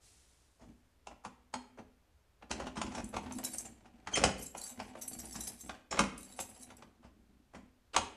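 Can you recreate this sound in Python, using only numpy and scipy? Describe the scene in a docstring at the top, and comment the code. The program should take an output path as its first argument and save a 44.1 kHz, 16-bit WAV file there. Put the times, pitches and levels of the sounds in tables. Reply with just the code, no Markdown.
"""Old key in a vault lock

A large key is pushed into the lock of an iron-clad door and turned, heard close by.
Knocks, slams and rebounds: chattering noise bursts through clack and edge colours, modal rings and a door thud.
Grinding, dragging and rattling: random grains through filters; the bolt also squeaks, a wavering tone with octave.
Spare keys on the ring clink and jingle through short modes; a small room and low steady noise surround it."""
import sys
import numpy as np
from scipy import signal
from scipy.fft import rfft, irfft
from scipy.io import wavfile
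from scipy.ndimage import uniform_filter1d

SR = 44100
rng = np.random.default_rng(int(sys.argv[2]) if len(sys.argv) > 2 else 0)


def transcribe(u):
    """Save the signal u as a 16-bit wav file named by the first command-line argument.

    u: samples, shape (n,) or (channels, n), limited to [-1, 1]; the rate is SR.
    q: integer samples, one column per channel.
    """
    v = np.clip(np.atleast_2d(u).T, -1, 1)
    q = np.round(v * 32767).astype(np.int16)
    wavfile.write(sys.argv[1], SR, q)


N = 359856
TIME = np.arange(N) / SR

# Levels are relative: the functions add their own gains. Chatter and scrape times set burst envelopes.
# key on keyhole plate, wards, levers: [t/s, level/dB, clack f/Hz before plate shift, treble re level/dB, chatter/ms]
KNOCKS = [(0.603, -52, 696, -10, 26), (1.069, -39.5, 790, -8, 3.4), (1.109, -45.5, 720, -21, 8.6),
          (1.247, -35.5, 890, -12, 7.1), (1.538, -31.5, 796, -7, 4.3), (1.782, -42.5, 623, -17, 12.3),
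          (2.422, -45.5, 790, -22, 6.8), (2.504, -38.5, 810, -7, 7.8), (2.512, -33.5, 910, 1, 3.1),
          (2.598, -33, 700, -14, 6.9), (2.618, -41.5, 796, -14, 6.5), (2.665, -36, 770, -9, 8.2),
          (2.765, -34, 950, -8.5, 14.4), (2.814, -30.5, 940, -5, 4.7), (2.862, -44, 900, -4, 8.6),
          (2.915, -43.5, 850, -7, 10), (2.946, -37.5, 870, -4.5, 9.1), (2.975, -34.5, 790, -10.5, 11),
          (3.0, -44, 848, -8.5, 5.3), (3.137, -34.5, 695, -14.5, 10), (3.164, -30, 800, -10.5, 5.4),
          (3.258, -44, 950, -15, 10), (3.309, -41.5, 1015, -20, 5), (3.385, -40.5, 745, -20, 6.3),
          (3.853, -51.5, 800, -12.5, 11.5), (4.0712, -34, 1245, -14, 4), (4.123, -38.5, 729, -4, 16),
          (4.171, -26.5, 670, -3.5, 6.5), (4.548, -38, 795, -15, 5), (4.798, -35.5, 810, -9.5, 5.7),
          (4.951, -42, 625, -23, 5.8), (5.35, -42.5, 926, -2.5, 11), (5.693, -36, 1116, -14, 4.3),
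          (5.925, -32, 1220, -12, 3.7), (5.97, -31, 1002, -14, 7.8), (6.389, -35.5, 750, -6.5, 4.4),
          (6.701, -48.5, 1030, -7, 7.8), (6.821, -45.5, 840, -13, 6.1), (7.034, -51.5, 735, -12, 21),
          (7.543, -43, 740, -12, 15), (7.942, -34.5, 1240, -7, 7.6)]
# bolt slams home: [t/s, level/dB, clack f/Hz, chatter/ms, door thud re level/dB]
THROWS = [(4.237, -17.5, 860, 4.3, -6), (5.9904, -19.5, 1130, 4, -3), (7.9628, -19, 900, 3, -13.5)]
# bolt rebounds on its stop: [t/s, level/dB, door thud re level/dB]
REBOUNDS = [(4.2485, -26.5, -4.5), (4.259, -31, -9), (4.2742, -34, -13), (4.29, -36, -6), (6.0, -30, -9.5),
            (6.038, -35, -8), (7.971, -33, -12)]
# bolt breaks loose and drags across: [t/s, length/s, dragging/dB, opening rasp/dB]
DRAGS = [(4.151, 0.075, -39.5, -4), (5.907, 0.11, -43, -12.5), (7.931, 0.028, -47.5, -25)]
# hand twists and pushes the key: [t/s, length/s, grinding/dB, door rumble/dB]
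TWISTS = [(0.612, 0.078, -73.5, -59.5), (2.49, 0.17, -56, -50), (2.75, 0.32, -65.5, -50.5),
          (3.134, 0.3, -62, -53), (3.42, 0.23, -58, -62), (3.667, 0.74, -74, -66), (4.55, 0.3, -65, -68),
          (4.753, 0.4, -63, -62.5), (5.104, 0.43, -62.5, -61), (5.351, 0.022, -65.5, -50.5),
          (5.628, 0.082, -56, -53.5), (6.248, 0.56, -66.5, -67), (6.835, 0.57, -88, -70.5),
          (7.535, 0.086, -72, -59.5)]
# bolt squeak, one row: [t/s, length/s, f/Hz, level/dB]
SQUEAK = (4.131, .026, 3165, -27.5)
# keys of the bunch strike each other: [t/s, level/dB, scrape/ms]
CLINKS = [(3.042, -44.5, 2.4), (3.089, -52.5, 2.5), (3.322, -42.5, 2), (3.385, -41.5, 1.2),
          (3.436, -37.5, 5.1), (3.446, -29.5, 4.3), (3.531, -35.5, 9.8), (3.582, -32, 3.5),
          (3.603, -42, 5.7), (3.651, -43, 7.9), (4.39, -47, 4.8), (4.421, -39.5, 8.3), (4.459, -39, 6.8),
          (4.576, -40, 6.6), (4.611, -38.5, 7.2), (4.634, -37.5, 6.7), (4.656, -39, 19), (5.01, -35, 15),
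          (5.077, -34.5, 5.2), (5.132, -43, 7), (5.187, -41, 5.5), (5.324, -40.5, 5.9), (5.358, -39.5, 4.4),
          (5.405, -36, 5), (5.432, -39.5, 9.3), (5.469, -34, 9), (5.606, -42, 6.9), (6.177, -44.5, 3.4),
          (6.229, -48, 3), (6.397, -33.5, 12.6), (6.63, -47.5, 3.1), (6.767, -53.5, 2.8)]
# bunch swings as the hand turns or takes a new grip: [t/s, length/s, jingle/dB]
SWINGS = [(2.808, 0.5, -71.5), (3.31, 0.28, -59.5), (4.359, 0.11, -54.5), (4.546, 0.17, -52.5),
          (4.777, 0.12, -67.5), (4.948, 0.19, -64), (5.11, 0.37, -53.5), (5.507, 0.18, -61),
          (6.162, 0.47, -59)]
# keys' strongest tones: [f/Hz]
KEY_TONES_HZ = [6324, 7490, 7690, 11886]
# range of ward and lever tones: [low f/Hz, high f/Hz]
WARD_TONES_HZ = (1300, 8000)

# modes of lock case, keyhole plate, door: [f/Hz, level/dB before 1/sqrt(t60) weighting, t60/s]
CASE_MODES = [(402.6, -12, 0.52), (578, -6, 0.15), (838, 1, 0.06), (1162, -2.5, 0.036), (1407, -11, 0.054),
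              (2420, -7, .025)]
PLATE_MODES = [(248.7, 3.5, 0.54), (399, -2.5, 0.6), (4280, -4, 0.2), (4320, -8, 0.19), (4650, -10, .18),
               (4800, -12, 0.14)]
DOOR_MODES = [(54, -10, 0.31), (68, -9, 0.51), (88, -9, 0.36), (143, -10.5, .22), (194.4, 1.5, 0.17),
              (254.2, 2.5, 0.49)]

# spectral colours of the contacts, loose boltwork (RATTLE) and room noise (AIR): [f/Hz, relative level/dB]
CLACK = [(150, -25.5), (350, -9), (550, -3.5), (820, 0), (1300, -9), (2000, -12.5), (3000, -18.5),
         (5000, -29.5), (12000, -58.5)]
EDGE = [(600, -15.5), (1500, -1.5), (2600, 7.5), (4000, 2.5), (6300, 7), (9000, -0.5), (10600, -6),
        (12000, -37), (14000, -40)]
THUD = [(26, -21.5), (55, 6.5), (100, -3), (150, -5.5), (210, 5), (320, -3), (500, -16.5), (1200, -54.5)]
GRIND = [(120, -14), (300, -3), (750, 8.5), (1200, -7.5), (2200, -4), (4000, -13.5), (8000, -17.5),
         (11000, -30.5), (14000, -43.5)]
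RATTLE = [(150, -10), (400, -4), (800, 1.5), (1500, -4), (3000, -9.5), (6000, -10.5), (10000, -25),
          (12500, -48)]
TINKLE = [(400, -9.5), (2000, -5.5), (4000, -7.5), (6300, -2.5), (7600, 0.5), (10500, 2), (12300, -13),
          (13450, -18.5), (13900, -28.5)]
SLIDE = [(200, 0), (1000, -8.5), (3000, -3.5), (7000, 0.5), (10000, -1.5), (13000, -19), (14500, -30)]
AIR = [(32, -9.5), (65, -0.5), (115, -14), (153, -18), (484, -21.5), (1660, -28), (14200, -41.5)]
# room decay: [f/Hz, t60/s]
ROOM_DECAY = [(80, 0.31), (250, 0.82), (800, 0.39), (2500, 0.53), (6000, 0.34), (12000, 0.39)]

SEATED_S = 1.7  # key fully home from here on
TURNING_S = 2.55  # from here on the key presses on the plate and stops its ring

# a slow, soft push moves the door more than a quick, hard tap
TYPICAL_DB, TYPICAL_MS = -38, 8
THUD_DB, THUD_DB_PER_DOUBLING, THUD_DB_PER_DB = -4, 4.5, -0.1
# a part rubs before it strikes; rub level re blow
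LEAD_S, RUB_DB, RUB_DB_PER_DOUBLING = 0.011, -12, 9.5

SLAM_TREBLE_DB, SHUDDER_DB, SHUDDER_FALL_S = -4, -24, 0.093
TWIST_RISE_S, TWIST_FALL_S = 0.017, 0.04
SWING_RISE_S, SWING_FALL_S = 0.03, 0.0068
CONTACT_S = .025  # spacing of the key-pair pressure knots
SLIDE_DB, SLIDE_RISE_S, SLIDE_FADE_DB_PER_S = -64, 0.046, 29
AIR_DB = -70
PATH_CHANGE_S = .4
BAND_EDGE_HZ = 14300


def knocks(plate_focus=1.5, plate_shift=1.135, plate_thud_db=-3, door_db=-5, plate_ring_db=2,
           ring_db_per_db=1.62):
    """The key strikes plate, wards and levers: contact bursts, with a plate ring that grows with the blow."""
    out = np.zeros(N)
    # the plate's voice is higher and narrower
    plate_voice = np.multiply(CLACK, [plate_shift, plate_focus])
    for s, db, pitch_hz, treble_db, chatter_ms in KNOCKS:
        voice, bass_db = CLACK, THUD_DB
        if s < SEATED_S:
            voice, bass_db = plate_voice, THUD_DB + plate_thud_db
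        bass_db += THUD_DB_PER_DOUBLING * np.log2(chatter_ms / TYPICAL_MS)
        bass_db += THUD_DB_PER_DB * (db - TYPICAL_DB)
        add(out, s - LEAD_S, blow(db, pitch_hz, treble_db, bass_db, chatter_ms, voice, door_db))
        if s < TURNING_S:
            ring_db = db + plate_ring_db + ring_db_per_db * (db - TYPICAL_DB)
            add(out, s, amp(ring_db) * ring(PLATE_MODES, spread_db=5.0))
    return out


def bolt(drag_push_db=-4, rattle_db=-36, slam_door_db=-2, rebound_ms=2.2, rebound_hz=780,
         rebound_treble_db=-10, rebound_door_db=4):
    """The bolt rasps loose, drags, slams and rebounds; door and loose boltwork shudder on as dying grains."""
    out, drag, push, rattle = np.zeros((4, N))
    for s, length, db, rasp_db in DRAGS:
        rasp = unit(through(burst(6.8, 8.2), colour(EDGE, ripple_db=5.5)))
        add(out, s, amp(rasp_db) * rasp)
        travel = amp(db) * gesture(s, length, rise_s=0.015, fall_s=0.024)
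        drag += travel
        push += amp(drag_push_db) * travel
    for s, db, pitch_hz, chatter_ms, bass_db in THROWS:
        slam = blow(db, pitch_hz, SLAM_TREBLE_DB, bass_db, chatter_ms, CLACK, slam_door_db)
        add(out, s - LEAD_S, slam)
        shudder = amp(db) * gesture(s, 0, rise_s=0.011, fall_s=SHUDDER_FALL_S)
        rattle += amp(rattle_db) * shudder
        push += amp(bass_db + SHUDDER_DB) * shudder
    for s, db, bass_db in REBOUNDS:
        rebound = blow(db, rebound_hz, rebound_treble_db, bass_db, rebound_ms, CLACK, rebound_door_db)
        add(out, s - LEAD_S, rebound)
    out += through(grains(per_s=580, spread_db=3.0) * drag, colour(GRIND, shift=0.88, ripple_db=2.0))
    out += through(grains(per_s=290, spread_db=3.5) * rattle, colour(RATTLE))
    return out + rumble(push)


def blow(db, pitch_hz, treble_db, bass_db, chatter_ms, voice, door_db, clack_db=20.5, edge_db=22,
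         thud_db=20, case_db=-10, thud_lag_s=.005, middle_hz=820, ward_db=-4):
    """One blow: a rub, then clack, bright edge and case ring; the heavy door answers a little later."""
    out = np.zeros(SR // 2)
    clack = colour(voice, pitch_hz / middle_hz, ripple_db=2.6)
    edge = colour(EDGE, ripple_db=1.8)
    edge = unit(unit(through(edge, ward_ring())) * amp(ward_db) + edge)

    # longer chatter, louder rub, up to half an octave above typical
    rub_db = RUB_DB + RUB_DB_PER_DOUBLING * min(np.log2(chatter_ms / TYPICAL_MS), .5)
    rub = unit(through(burst(30, 3.8), clack + amp(treble_db) * edge))
    add(out, 0, amp(clack_db + rub_db) * rub)

    clack_hit = unit(through(burst(0.27 * chatter_ms, chatter_ms), clack))
    edge_hit = unit(through(burst(0.37 * chatter_ms, chatter_ms), edge))
    case_hit = unit(through(burst(1.0, .5 * chatter_ms), ring(CASE_MODES, spread_db=-1.0)))
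    hit = amp(clack_db) * clack_hit
    hit += amp(edge_db + treble_db) * edge_hit
    hit += amp(clack_db + case_db) * case_hit
    add(out, LEAD_S, hit)

    boom = unit(through(burst(2.9, 24), colour(THUD)))
    boom += amp(door_db) * unit(through(burst(3.2, 5.1), ring(DOOR_MODES, spread_db=2.0)))
    add(out, LEAD_S + thud_lag_s, amp(bass_db + thud_db) * boom)
    return amp(db) * out


def ward_ring(t60=0.014, count=9):
    """The few short, high modes of whichever ward or lever is struck."""
    low, high = WARD_TONES_HZ
    place = (np.arange(count) + rng.random(count)) / count
    hz = low * (high / low) ** place
    return ring(np.column_stack([hz, read(EDGE, hz), np.full(count, t60)]), spread_db=4, size=4096)


def grinding(count=12):
    """The bit sticks and slips on the wards: sparse grains in several voices; the push shakes the door."""
    force, push, scrape = np.zeros((3, N))
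    for s, length, grind_db, rumble_db in TWISTS:
        effort = gesture(s, length, TWIST_RISE_S, TWIST_FALL_S)
        force += amp(grind_db) * effort / np.sqrt(count)
        push += amp(rumble_db) * effort
    for _ in range(count):
        slip = unit(through(burst(0.53, 5.6), colour(GRIND, ripple_db=4.0)))
        scrape += through(grains(per_s=8, spread_db=3.0) * force, slip)
    return scrape + rumble(push)


def rumble(push, door_db=-8):
    """Uneven shoves excite the door's thud and modes."""
    shoves = grains(per_s=90, spread_db=1.5) * push
    thud = through(shoves, colour(THUD))
    return thud + amp(door_db) * through(shoves, ring(DOOR_MODES, spread_db=3.5))


def squeak(octave_db=-2, waver=.004):
    """The bolt's stick-slip tone and octave, with random pitch waver."""
    s, length, hz, db = SQUEAK
    count = int(length * SR)
    drift = uniform_filter1d(rng.standard_normal(N), size=100)[:count] * np.sqrt(100)
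    phase = 2 * np.pi * np.cumsum(hz * (1 + waver * drift)) / SR
    tone = np.sin(phase) + amp(octave_db) * np.sin(2 * phase)
    out = np.zeros(N)
    add(out, s, amp(db) * np.hanning(count) ** 2 * tone)
    return out


def bunch(clink_db=21.0, tick_db=-9, rise_share=0.32, count=16):
    """Keys scrape and ring, choked by the hand; as the bunch swings, pairs chatter under random pressure."""
    out = np.zeros(N)

    def touch(scrape_ms):
        """One rough contact, its short ring and its tick."""
        contact = burst(rise_share * scrape_ms, scrape_ms)
        ringing = unit(through(contact, key_ring()))
        tick = unit(through(contact, colour(TINKLE, ripple_db=4.5)))
        return ringing + amp(tick_db) * tick

    for s, db, scrape_ms in CLINKS:
        add(out, s, amp(db + clink_db) * touch(scrape_ms))
    swing = np.zeros(N)
    for s, length, db in SWINGS:
        swing += amp(db) * gesture(s, length, SWING_RISE_S, SWING_FALL_S) / np.sqrt(count)
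    moments = np.arange(0, N / SR + CONTACT_S, CONTACT_S)
    for _ in range(count):
        # the high power leaves brief, scattered contacts
        pressure = np.interp(TIME, moments, rng.random(len(moments)) ** 12)
        pressure = unit(pressure) * np.sqrt(N)
        chatter = grains(per_s=200, spread_db=2.0) * pressure * swing
        out += through(chatter, touch(scrape_ms=1.2))
    return out


def key_ring(tones_db=2, t60=0.026, spread=.35, count=13):
    """The keys' own modes plus a crowd that varies with the touching point and the damping hand."""
    crowd = 3800 + 9900 * (np.arange(count) + rng.random(count)) / count
    hz = np.append(crowd, KEY_TONES_HZ)
    damping = t60 * np.exp(spread * rng.standard_normal(len(hz)))
    is_own_tone = np.arange(len(hz)) >= count
    db = read(TINKLE, hz) + tones_db * is_own_tone
    return ring(np.column_stack([hz, db, damping]), spread_db=7, size=8192)


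def sliding():
    """The key rubs up to the keyhole, slowing: fine grains that rise at once and fade."""
    speed = np.minimum(TIME / SLIDE_RISE_S, 1) * amp(SLIDE_DB - SLIDE_FADE_DB_PER_S * TIME)
    return through(grains(per_s=4600, spread_db=2.0) * speed, colour(SLIDE))


def room(x, early_db=-8, tail_db=-8, delay_s=0.0036, count=4):
    """Early reflections and a tail with frequency-dependent decay; several responses crossfade in rotation."""
    out = np.zeros(N)
    for k in range(count):
        hz, t, z = signal.stft(rng.standard_normal(SR), SR, nperseg=256)
        decay = np.exp(-np.log(1000) * t / read(ROOM_DECAY, hz)[:, None])
        tail = signal.istft(z * decay, SR, nperseg=256)[1][:SR]
        onset = 1 - np.exp(-TIME[:SR] / 0.00079)
        response = np.zeros(SR)
        add(response, delay_s, amp(early_db) * burst(4.5, 10.5))
        add(response, delay_s, amp(tail_db) * unit(tail * onset))
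        turn = (TIME / PATH_CHANGE_S + k) % count
        share = np.sin(np.pi * np.minimum(turn / 2, 1))
        out += through(x * share, response)
    return out


def air():
    """Low steady room noise: filtered white noise."""
    return amp(AIR_DB) * through(rng.standard_normal(N), colour(AIR))


def gesture(start, length, rise_s, fall_s):
    """Gain of one movement: linear rise, hold to its length, exponential fall."""
    t = TIME - start
    return np.clip(t / rise_s, 0, 1) * np.exp(-np.clip((t - length) / fall_s, 0, 20))


def burst(rise_ms, fall_ms, size=16384):
    """Metal chatter: a dense, quickly dying noise run with an evened spectrum, energy 1."""
    ms = TIME[:size] * 1000
    shape = (1 - np.exp(-ms / rise_ms)) ** 2 * np.exp(-ms / max(fall_ms, .5))
    z = rfft(rng.standard_normal(size) * shape)
    evened = irfft(z / (abs(z) + 1e-12) ** .6)
    return unit(evened * shape ** .2)


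def grains(per_s, spread_db):
    """Random clicks of uneven size and sign, rms 1."""
    out, count = np.zeros(N), int(per_s * N / SR) + 1
    place, chance, sign = rng.random((count, 3)).T
    size_db = spread_db * np.minimum(-np.log(1 - chance), 3.5)
    out[(place * N).astype(int)] = amp(size_db) * np.sign(sign - .5)
    return unit(out) * np.sqrt(N)


def ring(modes, spread_db, size=16384):
    """Dying sines, energy 1; each strike point weights the modes differently."""
    hz, db, t60 = np.transpose(modes)[:, :, None]
    t = TIME[:size]
    weight, phase = rng.standard_normal((len(modes), 2)).T[:, :, None]
    decay = np.exp(-np.log(1000) * t / t60) / np.sqrt(t60)
    waves = np.sin(2 * np.pi * (hz * t + phase)) * decay
    return unit((amp(db + spread_db * weight) * waves).sum(0))


def colour(points, shift=1, ripple_db=0, size=4096):
    """Minimum-phase response of a given spectrum, energy 1; each contact point ripples it in its own way."""
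    hz = abs(np.fft.fftfreq(size, 1 / SR))
    knots = np.geomspace(100, 20000, 70)
    ripple = np.interp(hz, knots, rng.standard_normal(len(knots)))
    db = read(points, hz / shift) + ripple_db * ripple
    spectrum = np.exp(np.conj(signal.hilbert(np.log(amp(db)))))
    return unit(np.fft.ifft(spectrum).real[:size // 2])


def through(x, response):
    """Passes a sound through an impulse response."""
    return signal.oaconvolve(x, response)[:len(x)]


def add(mix, s, sound):
    """Mixes a sound in at s seconds."""
    part = mix[max(round(s * SR), 0):][:len(sound)]
    part += sound[:len(part)]


def read(points, hz):
    """Interpolates a table along log frequency."""
    f, value = np.transpose(points)
    return np.interp(np.log(hz + 1), np.log(f + 1), value)


def unit(x):
    """Scales to energy 1."""
    return x / np.sqrt(np.sum(x ** 2) + 1e-20)


def amp(db):
    """Decibels to gain."""
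    return 10 ** (np.asarray(db) / 20)


def scene():
    """Lock and keys in the room."""
    dry = knocks() + bolt() + grinding() + squeak() + bunch() + sliding()
    return (dry + room(dry) + air())[None]


def record(dry):
    """Band limit: linear-phase lowpass."""
    lowpass = signal.firwin(255, BAND_EDGE_HZ, window=("kaiser", 8), fs=SR)
    return signal.oaconvolve(dry, lowpass[None], "same")


dry = scene()
out = record(dry)
transcribe(out)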